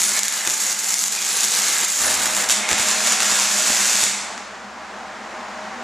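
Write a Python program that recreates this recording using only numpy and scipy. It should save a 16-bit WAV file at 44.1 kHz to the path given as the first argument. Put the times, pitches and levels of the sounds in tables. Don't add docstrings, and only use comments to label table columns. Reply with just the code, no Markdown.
import sys
import numpy as np
from scipy import signal
from scipy.fft import rfft, irfft
from scipy.io import wavfile

SR = 44100
rng = np.random.default_rng(int(sys.argv[2]) if len(sys.argv) > 2 else 0)


def master(y):
    cut = np.clip(np.atleast_2d(y).T, -1, 1)
    pcm = np.round(cut * 32767)
    wavfile.write(sys.argv[1], SR, pcm.astype(np.int16))


N = 257103
TIME = np.arange(N) / SR
MAINS_HZ = 60
LADDER_FROM_S, STRIKE_S = 2.0, 2.48
RELIGHT_S = 0.0088
# start in seconds, relative peak in dB, thump offset in dB.
DROP_BURSTS = [(0.0181, -2, -9), (0.04, -3, -8), (.0822, -11, -20), (0.0922, -5, -22), (0.166, -7, -9),
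               (.1918, -2, -14), (.233, -0.5, -29), (0.2823, -1.5, -15), (.3245, -9, -22),
               (0.4748, 0, -4.5), (.4992, -5, -26), (0.5075, -8, -24), (.5397, -10, -24),
               (0.5427, -12, -24), (0.5797, -12, -24), (.6078, -11, -22), (.7183, -9, -21), (.79, -9, -26),
               (0.8433, -10, -15), (0.8905, -7, -22), (0.8936, -10, -22), (0.9416, -2.5, -26),
               (1.0395, -1, -10), (1.0817, -5, -25), (1.124, -8, -22), (1.191, -13, -22), (1.2185, -9, -20),
               (1.2245, -12, -16), (1.2498, -6.5, -16), (1.4336, -2.5, -15), (1.4485, -4, -14),
               (1.6833, -4.5, -32), (1.8484, -8, -23), (2.141, -6, -8), (2.2577, -3, -3),
               (2.2657, -10, -15.5), (2.3496, -5, -18), (2.3668, -6, -2), (2.3746, -9, -6),
               (2.408, -7, -20), (2.4247, -9, -20), (2.489, -3, -20), (2.4978, 2.5, -12),
               (2.4997, -0.5, -9), (2.5056, 3, -19), (2.6856, -6, -22), (2.6906, -2, -18),
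               (2.7138, 2.5, -14), (2.7303, 3, -15), (2.7813, -5, -28), (2.798, -2, -22), (2.8713, -3, -22),
               (2.8863, 1, -26), (2.8947, -6, -24), (2.905, -1, -24), (2.9134, 0, -23), (3.2041, -0.5, -6),
               (3.231, 0, -10), (3.2455, -4, -19), (3.3152, 2, -20), (3.399, 2, -21), (3.5829, -4, -20),
               (3.6737, -2, -21), (3.9554, 3, -26), (3.9657, -1, -28), (4.0382, 4, -20)]


def amp(db):
    return 10 ** (np.asarray(db) / 20)


def unit_rms(x):
    return x / np.sqrt(np.mean(x ** 2) + 1e-20)


def at_hz(points, hz):
    f, value = np.transpose(points)
    return np.interp(np.log(hz + 1), np.log(f), value)


def envelope(rows):
    s, db = np.transpose(rows)
    return amp(np.interp(TIME, s, db))


def arch(start_s, length_s):
    return np.sin(np.pi * np.clip((TIME - start_s) / length_s, 0, 1))


def noise(gain_at):
    return unit_rms(irfft(rfft(rng.standard_normal(N)) * gain_at(np.fft.rfftfreq(N, 1 / SR)), N))


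def wander(hz, size=8192):
    bin_hz = np.arange(size // 2 + 1) / TIME[-1]
    slow = irfft(rfft(rng.standard_normal(size)) / (1 + (bin_hz / hz) ** 4), size)
    return np.interp(TIME, np.linspace(0, TIME[-1], size), unit_rms(slow))


def sine(hz):
    return np.sqrt(2) * np.sin(2 * np.pi * np.cumsum(hz) / SR)


def snap(spectrum, size=2048):
    log_gain = np.log(amp(at_hz(spectrum, abs(np.fft.fftfreq(size, 1 / SR)))))
    click = np.fft.ifft(np.exp(np.conj(signal.hilbert(log_gain)))).real[:size // 2]
    return click / np.linalg.norm(click)


def convolve(x, response):
    return signal.oaconvolve(x, response)[:N]


def split(x, hz):
    return [signal.sosfilt(signal.butter(3, hz, kind, fs=SR, output="sos"), x)
            for kind in ("low", "high")]


def band(x, low_hz, high_hz):
    return signal.sosfiltfilt(signal.butter(2, [low_hz, high_hz], "band", fs=SR, output="sos"), x)


def resonate(x, hz, width_hz):
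    carrier = np.exp(2j * np.pi * np.cumsum(hz) / SR)
    pole = np.exp(-np.pi * width_hz / SR)
    return 2 * (carrier * signal.lfilter([1 - pole], [1, -pole], x / carrier + 1e-18)).real


def echoed(x, echoes):
    return x + sum(amp(db) * np.pad(x, (round(s * SR), 0))[:N] for s, db in echoes)


def scattered(x, decay_s=0.0042):
    taps = rng.standard_normal(1024) * np.exp(-TIME[:1024] / decay_s)
    return convolve(x, taps / np.linalg.norm(taps))


def room_tail(echoes_per_s=6000):
    # frequency in Hz, T60 in seconds.
    t60_s = [(150, 0.26), (1000, 0.65), (2200, 1.27), (4000, 1.12), (7000, 0.89), (10000, 0.73),
             (15000, 0.23)]
    onset = np.clip(TIME[:SR] / 0.0025 - .5, 0, 1)
    taps = rng.standard_normal(SR) * (rng.random(SR) < echoes_per_s / SR) * onset
    hz, t, bins = signal.stft(taps, SR, nperseg=256)
    taps = signal.istft(bins * amp(-60 * t / at_hz(t60_s, hz)[:, None]), SR, nperseg=256)[1]
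    return taps / np.linalg.norm(taps)


def garage(x, drift_hz=0.607):
    phase = 2 * np.pi * drift_hz * TIME
    return convolve(x * np.cos(phase), room_tail()) + convolve(x * np.sin(phase), room_tail())


def microphone_pair(mid, diffuse):
    # frequency in Hz, side gain in dB.
    width_db = [(60, -25), (130, -18), (200, -27), (330, -22.5), (650, -23), (1080, -15.5), (1750, -26),
                (2350, -16), (3000, -18.5), (5000, -17.5), (7200, -13), (8200, -5.5), (9300, 2), (10500, 4),
                (12000, 0.5), (15000, -3)]
    # frequency in Hz, its share of the side signal.
    delay_share = [(500, 0.2), (4000, 0.1), (7200, 0.44), (9800, 0.26), (13000, 0.1)]
    # frequency in Hz, left over right in dB.
    balance_db = [(100, -0.5), (400, 0.6), (2000, 0.45), (6000, 0), (8500, -3.5), (10300, 3.5),
                  (13000, 4.5)]
    hz, centre = np.fft.rfftfreq(N, 1 / SR), rfft(mid)
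    share = at_hz(delay_share, hz)
    side = amp(at_hz(width_db, hz)) * (1j * share * centre + np.sqrt(1 - share ** 2) * rfft(diffuse))
    lean = amp(at_hz(balance_db, hz) / 2)
    return irfft(np.array([(centre + side) * lean, (centre - side) / lean]), N)


def hum(hum_hz=66.8, octave_db=-9, rumble_db=-7, rumble_hz=110, width_hz=45):
    # time in seconds, level in dB.
    levels = [(2.0, -47), (2.6, -62.5), (5.83, -61)]
    hz = hum_hz + 0.76 * wander(hz=2.9)
    rumble = noise(lambda f: 1 / (1 + ((f - rumble_hz) / width_hz) ** 4))
    return envelope(levels) * (sine(hz) + amp(octave_db) * sine(2 * hz) + amp(rumble_db) * rumble)


def fan_blades(throb_hz=7.2, throb_db=3, crest_s=3.01):
    # time in seconds, pitch in Hz, level in dB.
    drone = [(0, 203.5, -46), (.15, 206, -46.5), (.33, 204.6, -54), (.48, 204, -51.5), (1.1, 198, -54),
             (1.8, 201, -49.5), (2.0, 202, -55), (2.35, 202.3, -44.5), (2.9, 206.6, -45), (3.8, 200.4, -44),
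             (4.4, 196.8, -54), (5.83, 208.6, -57)]
    s, hz, db = np.transpose(drone)
    throb = np.cos(2 * np.pi * throb_hz * (TIME - crest_s) + 0.45 * wander(hz=0.54))
    level = amp(np.interp(TIME, s, db) + throb_db * throb + 0.93 * wander(hz=7.8))
    return level * sine(np.interp(TIME, s, hz) + wander(hz=14.0))


def fan(air_db=-35, hollow_db=-49, bench_db=-7, tone_width_hz=10):
    # frequency in Hz, density in dB.
    air_spectrum = [(25, -53), (60, -68), (150, -54), (250, -23), (290, -12.5), (540, -10.5), (780, -3.5),
                    (1100, -5.5), (1750, -8), (3200, -19.5), (7100, -23.5), (9500, -37.5), (14000, -54),
                    (15500, -75)]
    # frequency in Hz, width in Hz, level in dB.
    modes = [(208.7, 11, 6), (226, 52, 4)]
    # frequency in Hz, level in dB.
    lines = [(238, -58), (511.4, -61), (623, -50), (773, -56)]
    # time in seconds, gain in dB.
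    rush_gain = [(2.0, 4), (2.55, 3), (4.35, 0.5), (4.57, -0.5), (4.9, -0.44), (5.83, 3)]
    tone_gain = [(2.0, 9), (3.2, 8.5), (4.35, -3), (5.0, 2), (5.83, 10)]
    air = noise(lambda f: amp(at_hz(air_spectrum, f))) * amp(.5 * wander(hz=3.2))
    hollow = noise(lambda f: sum(amp(db) / (1 + (2 * (f - hz) / width_hz) ** 2) ** 0.77
                                 for hz, width_hz, db in modes))
    rush = amp(air_db) * air + amp(hollow_db) * hollow
    tones = sum(amp(db) * noise(lambda f: 1 / (1 + (2 * (f - hz) / tone_width_hz) ** 2))
                for hz, db in lines)
    blades = fan_blades()
    at_ladder = envelope(rush_gain) * rush + envelope(tone_gain) * tones + hum()
    crossfade = np.clip((TIME - LADDER_FROM_S) / .02 + .5, 0, 1)
    return blades + (1 - crossfade) * amp(bench_db) * rush + crossfade * at_ladder


def fan_whines(waver_hz=5):
    # start in seconds, length in seconds, pitch in Hz, level in dB.
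    whines = [(.25, 0.65, 883, -46), (4.95, 0.23, 772, -46), (5.295, 0.26, 836, -46)]
    return sum(amp(db) * arch(start_s, length_s) * sine(hz + waver_hz * wander(hz=30.4))
               for start_s, length_s, hz, db in whines)


def slag_tick(start_s=4.3785, peak_db=-12.5):
    # frequency in Hz, density in dB.
    spectrum = [(200, -30), (1200, 0), (3500, -10), (7200, -8), (8400, -18), (15000, -45)]
    tick, out = snap(spectrum), np.zeros(N)
    out[round(start_s * SR):][:len(tick)] = amp(peak_db) * tick / abs(tick).max()
    return out


def gas_whistles(width_hz=360, sag_hz_per_s=550):
    # start in seconds, length in seconds, pitch in Hz, level in dB.
    whistles = [(0, 0.049, 2220, -33.5), (0.133, 0.064, 2160, -29.5), (0.387, 0.089, 1940, -33),
                (0.876, 0.07, 2130, -35), (1.14, 0.12, 2400, -35), (1.35, 0.12, 2580, -37),
                (2.579, 0.13, 2188, -31), (4.031, 0.17, 2200, -34)]
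    out = np.zeros(N)
    for start_s, length_s, hz, db in whistles:
        t = np.arange(0, length_s, 1 / SR)
        pitch_hz = hz - sag_hz_per_s * (t - length_s / 2)
        breath = resonate(rng.standard_normal(len(t)), pitch_hz, width_hz)
        breath = unit_rms(resonate(breath, pitch_hz, width_hz))
        out[round(start_s * SR):][:len(t)] += amp(db) * np.sin(np.pi * t / length_s) * breath
    return out


def gas_jets(jet_hz=9800, width_hz=1800):
    # start in seconds, length in seconds, level in dB.
    jets = [(0, 0.12, -29.5), (1.305, 0.11, -32), (2.0, 0.13, -31)]
    level = sum(amp(db) * arch(start_s, length_s) for start_s, length_s, db in jets)
    return level * noise(lambda f: 1 / (1 + (2 * (f - jet_hz) / width_hz) ** 4))


def gas_puffs(rise_s=0.002, decay_s=0.0075, knee_hz=720, cutoff_hz=2450):
    # start in seconds, level in dB.
    puffs = [(.473, -23), (2.712, -16), (2.729, -22), (2.795, -27), (3.32, -23), (3.697, -21), (4.03, -24)]
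    level = np.zeros(N)
    for start_s, db in puffs:
        t = np.maximum(TIME - start_s, 0)
        level += amp(db) * np.minimum(t / rise_s, 1) * np.exp(-np.maximum(t - rise_s, 0) / decay_s)
    return level * noise(lambda f: 1 / (1 + (f / cutoff_hz) ** 8 * (1 - 1 / (1 + (f / knee_hz) ** 4))))


def drop_pops(bursts, spectrum, gain_db, thump_db, ring_hz=7100, ring_s=0.00078, ring_db=-7):
    # frequency in Hz, level in dB, decay in seconds.
    modes = [(1720, 0, 0.00023), (3800, -0.5, 0.00047)]
    click = snap(spectrum)
    t = TIME[:len(click)]
    ring = amp(ring_db) * np.exp(-t / ring_s) * np.cos(2 * np.pi * ring_hz * t - 1)
    crack = split(click / abs(click).max() + ring, hz=12100)[0]
    crack /= abs(crack).max()
    thump = sum(amp(db) * np.exp(-t / decay_s) * np.cos(2 * np.pi * hz * t) for hz, db, decay_s in modes)
    thump = split(split(thump, hz=597)[1], hz=5450)[0]
    out = np.zeros(N + len(t))
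    for start_s, peak_db, offset_db in bursts:
        pop = crack + amp(offset_db + thump_db) * thump
        out[round(start_s * SR):][:len(t)] += amp(peak_db + gain_db) * pop
    return out[:N]


def choking_db(choke_s=0.0034, flare_share=0.072, flare_s=0.019):
    # start in seconds, length in seconds, depth in dB.
    chokes = [(0.197, 0.036, 22), (0.262, 0.056, 11), (0.388, 0.061, 3.5), (0.543, 0.05, 3),
              (0.73, 0.054, 7), (0.797, 0.037, 1.5), (0.944, 0.038, 4), (1.077, 0.034, 14),
              (1.45, 0.061, 1.5), (1.854, 0.019, 15), (1.887, 0.097, 1.5), (2.145, 0.04, 2),
              (2.277, 0.073, 2), (2.527, 0.153, 22), (2.73, 0.044, 13), (2.93, 0.066, 7), (3.137, 0.06, 14),
              (3.447, 0.035, 3.5)]
    db = np.zeros(N)
    for start_s, length_s, depth_db in chokes:
        since_s = TIME - start_s - length_s
        choked = np.clip((TIME - start_s) / choke_s, 0, 1)
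        relit = np.clip(since_s / RELIGHT_S, 0, 1)
        flare = flare_share * relit * np.exp(-np.maximum(since_s, 0) / flare_s)
        db += depth_db * (relit - choked + flare)
    return db


def spits(per_s=300, low_hz=6300, high_hz=7800, spread_db=4, ring_s=.0005):
    t = TIME[:256]
    starts = np.flatnonzero(rng.random(N - len(t)) < per_s / SR)
    out = np.zeros(N)
    for i, (pitch, size, phase) in zip(starts, rng.random((len(starts), 3))):
        hz = low_hz + pitch * (high_hz - low_hz)
        level = amp(-spread_db * np.log(size + 0.35))
        out[i:i + len(t)] += level * np.exp(-t / ring_s) * np.sin(2 * np.pi * (hz * t + phase))
    return unit_rms(out)


def sparks(per_s, spread_db, hiss):
    size = amp(spread_db * np.minimum(rng.exponential(1, N), 3)) * rng.choice([-1, 1], N)
    discharges = unit_rms(size * (rng.random(N) < per_s / SR))
    return unit_rms(discharges + hiss * rng.standard_normal(N))


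def arc(levels, spectrum, per_s, spread_db, hiss, buzz_db, buzz_turns, sizzle_db, sputter_db,
        spits_db, flutter_db, flicker_db=1.1, die_s=0.018, sputter_choke_share=0.65):
    s, level_db, offset_db = np.transpose(levels)
    buzz = np.cos(2 * np.pi * (2 * MAINS_HZ * TIME + buzz_turns))
    swell = amp(buzz_db * buzz + flicker_db * wander(hz=87))
    low, high = split(convolve(sparks(per_s, spread_db, hiss) * swell, snap(spectrum)), hz=2650)
    high = unit_rms(high) + amp(spits_db) * unit_rms(spits() * swell)
    burning = np.clip((TIME - s[0]) / RELIGHT_S, 0, 1) * np.exp(-np.maximum(TIME - s[-1], 0) / die_s)
    level = burning * amp(np.interp(TIME, s, level_db) + flutter_db * wander(hz=25))
    choke_db = choking_db()
    sizzle = amp(sizzle_db + choke_db) * unit_rms(high)
    low_db = sputter_db + np.interp(TIME, s, offset_db) + sputter_choke_share * choke_db
    return level * (sizzle + amp(low_db) * unit_rms(low))


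def bench_weld():
    # time in seconds, level in dB, sputter offset in dB.
    levels = [(-.02, -12.5, -3), (.03, -20.5, -8.5), (.12, -23, -3), (.175, -19, -6.5), (.24, -21.5, -7),
              (.33, -22.5, -6.5), (.46, -23.5, -2), (.56, -22, -11), (.68, -20, -6), (.82, -23.5, -7.5),
              (.9, -20, -7.5), (1.0, -20.5, -13), (1.15, -24.5, -5), (1.25, -24, -5.5), (1.38, -19.5, -5.5),
              (1.49, -21, -9), (1.545, -18.5, -5.5), (1.65, -20, -3.5), (1.845, -20, -3),
              (1.87, -20.5, -17), (1.97, -19.5, -6.5), (2.06, -19, -3.5), (2.2, -22, -2.5),
              (2.44, -23, -0.5)]
    # frequency in Hz, density in dB.
    spark_spectrum = [(30, -73), (70, -57), (150, -22.5), (300, -19.5), (800, -13.5), (1900, -9),
                      (2900, -8), (4200, -1.5), (7100, -1), (8600, -5), (10200, -9), (12000, -12.5),
                      (14300, -21), (15800, -37)]
    crack_spectrum = [(100, -45), (800, -19), (2000, -12), (4000, -5), (7100, -1), (9000, -5), (11500, -7),
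                      (14300, -15), (15800, -32)]
    # time in seconds, gain in dB.
    mid_gain = [(0, -2), (.7, -2.5), (1.0, -4.5), (1.2, -.5), (1.55, -.5), (1.8, -2), (1.9, -3),
                (2.1, -0.5), (2.44, -2.5)]
    # delay in seconds, gain in dB.
    arc_echoes = [(.00243, -20.5), (.0033, -37), (.0079, -24)]
    crack_echoes = [(.00243, -10.5), (.0033, -17)]
    sizzle = arc(levels, spark_spectrum, per_s=3200, spread_db=2.5, hiss=0.27, buzz_db=1.0,
                 buzz_turns=-0.15, sizzle_db=-1.67, sputter_db=-4.5, spits_db=-1.0, flutter_db=-0.03)
    sizzle += (envelope(mid_gain) - 1) * band(sizzle, 2700, 5600)
    bursts = [row for row in DROP_BURSTS if row[0] < STRIKE_S]
    cracks = drop_pops(bursts, crack_spectrum, gain_db=2.0, thump_db=-7.0)
    return split(echoed(sizzle, arc_echoes) + echoed(cracks, crack_echoes), hz=129)[1]


def ladder_weld():
    # time in seconds, level in dB, sputter offset in dB.
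    levels = [(2.482, -13, -23), (2.56, -16, 2), (2.69, -18.5, -0.5), (2.8, -20, -6), (2.98, -18.5, -4.5),
              (3.11, -17.5, -4.5), (3.3, -18.5, -4.5), (3.58, -19.5, -6.5), (3.78, -17.5, -6),
              (3.98, -19, -8.5), (4.042, -14.5, -7.5)]
    # frequency in Hz, density in dB.
    spectrum = [(60, -43), (150, -30), (300, -13.5), (600, -8), (1000, -3.5), (1900, -2), (3200, -1.5),
                (5400, 2.5), (6300, 5), (7100, 6.5), (7900, 3.5), (8600, -1), (10200, -5.5), (12000, -9.5),
                (14300, -18), (15500, -77)]
    # delay in seconds, gain in dB.
    echoes = [(.00116, -26), (.00342, -33), (.0067, -54), (0.0123, -25)]
    sizzle = arc(levels, spectrum, per_s=4200, spread_db=2.0, hiss=0.68, buzz_db=3.0,
                 buzz_turns=0.25, sizzle_db=-4.5, sputter_db=-5.0, spits_db=-13.0, flutter_db=1.37)
    bursts = [row for row in DROP_BURSTS if row[0] >= STRIKE_S]
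    cracks = drop_pops(bursts, spectrum, gain_db=-3.0, thump_db=0.5)
    return echoed(sizzle + cracks + slag_tick(), echoes)


def scene():
    bench, ladder = bench_weld(), ladder_weld()
    gas, puffs = gas_whistles() + gas_jets(), gas_puffs()
    direct = bench + ladder + gas + puffs
    into_room = amp(-5.5) * (bench + gas) + amp(-1) * ladder + amp(-6) * puffs
    into_room += amp(-12.5) * band(bench, 200, 2500)
    sideways = scattered(direct) + garage(into_room + amp(7) * split(bench, hz=1400)[0])
    fan_low, fan_high = split(fan(), hz=4970)
    mid = direct + garage(into_room) + fan() + fan_whines()
    return microphone_pair(mid, sideways + amp(6) * fan_low + amp(-1) * fan_high)


def gain_control(x, threshold_db=-0.5, recovery_db_per_s=110, lag_s=0.0012):
    over_db = np.maximum(20 * np.log10(abs(x).max(0) + 1e-9) - threshold_db, 0)
    recovery_db = TIME * recovery_db_per_s
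    duck_db = np.maximum.accumulate(over_db + recovery_db) - recovery_db
    lag = round(lag_s * SR)
    return x / amp(signal.lfilter(np.hanning(2 * lag) / lag, 1, duck_db))


def record(dry, ceiling=.86, low_cut_hz=45, high_cut_hz=15500):
    clipped = np.clip(gain_control(dry), -ceiling, ceiling)
    thinned = signal.sosfilt(signal.butter(2, low_cut_hz, "high", fs=SR, output="sos"), clipped)
    low_pass = signal.firwin(255, high_cut_hz, window=("kaiser", 9), fs=SR)
    return signal.oaconvolve(thinned, low_pass[None], "same")


dry = scene()
out = record(dry)
master(out)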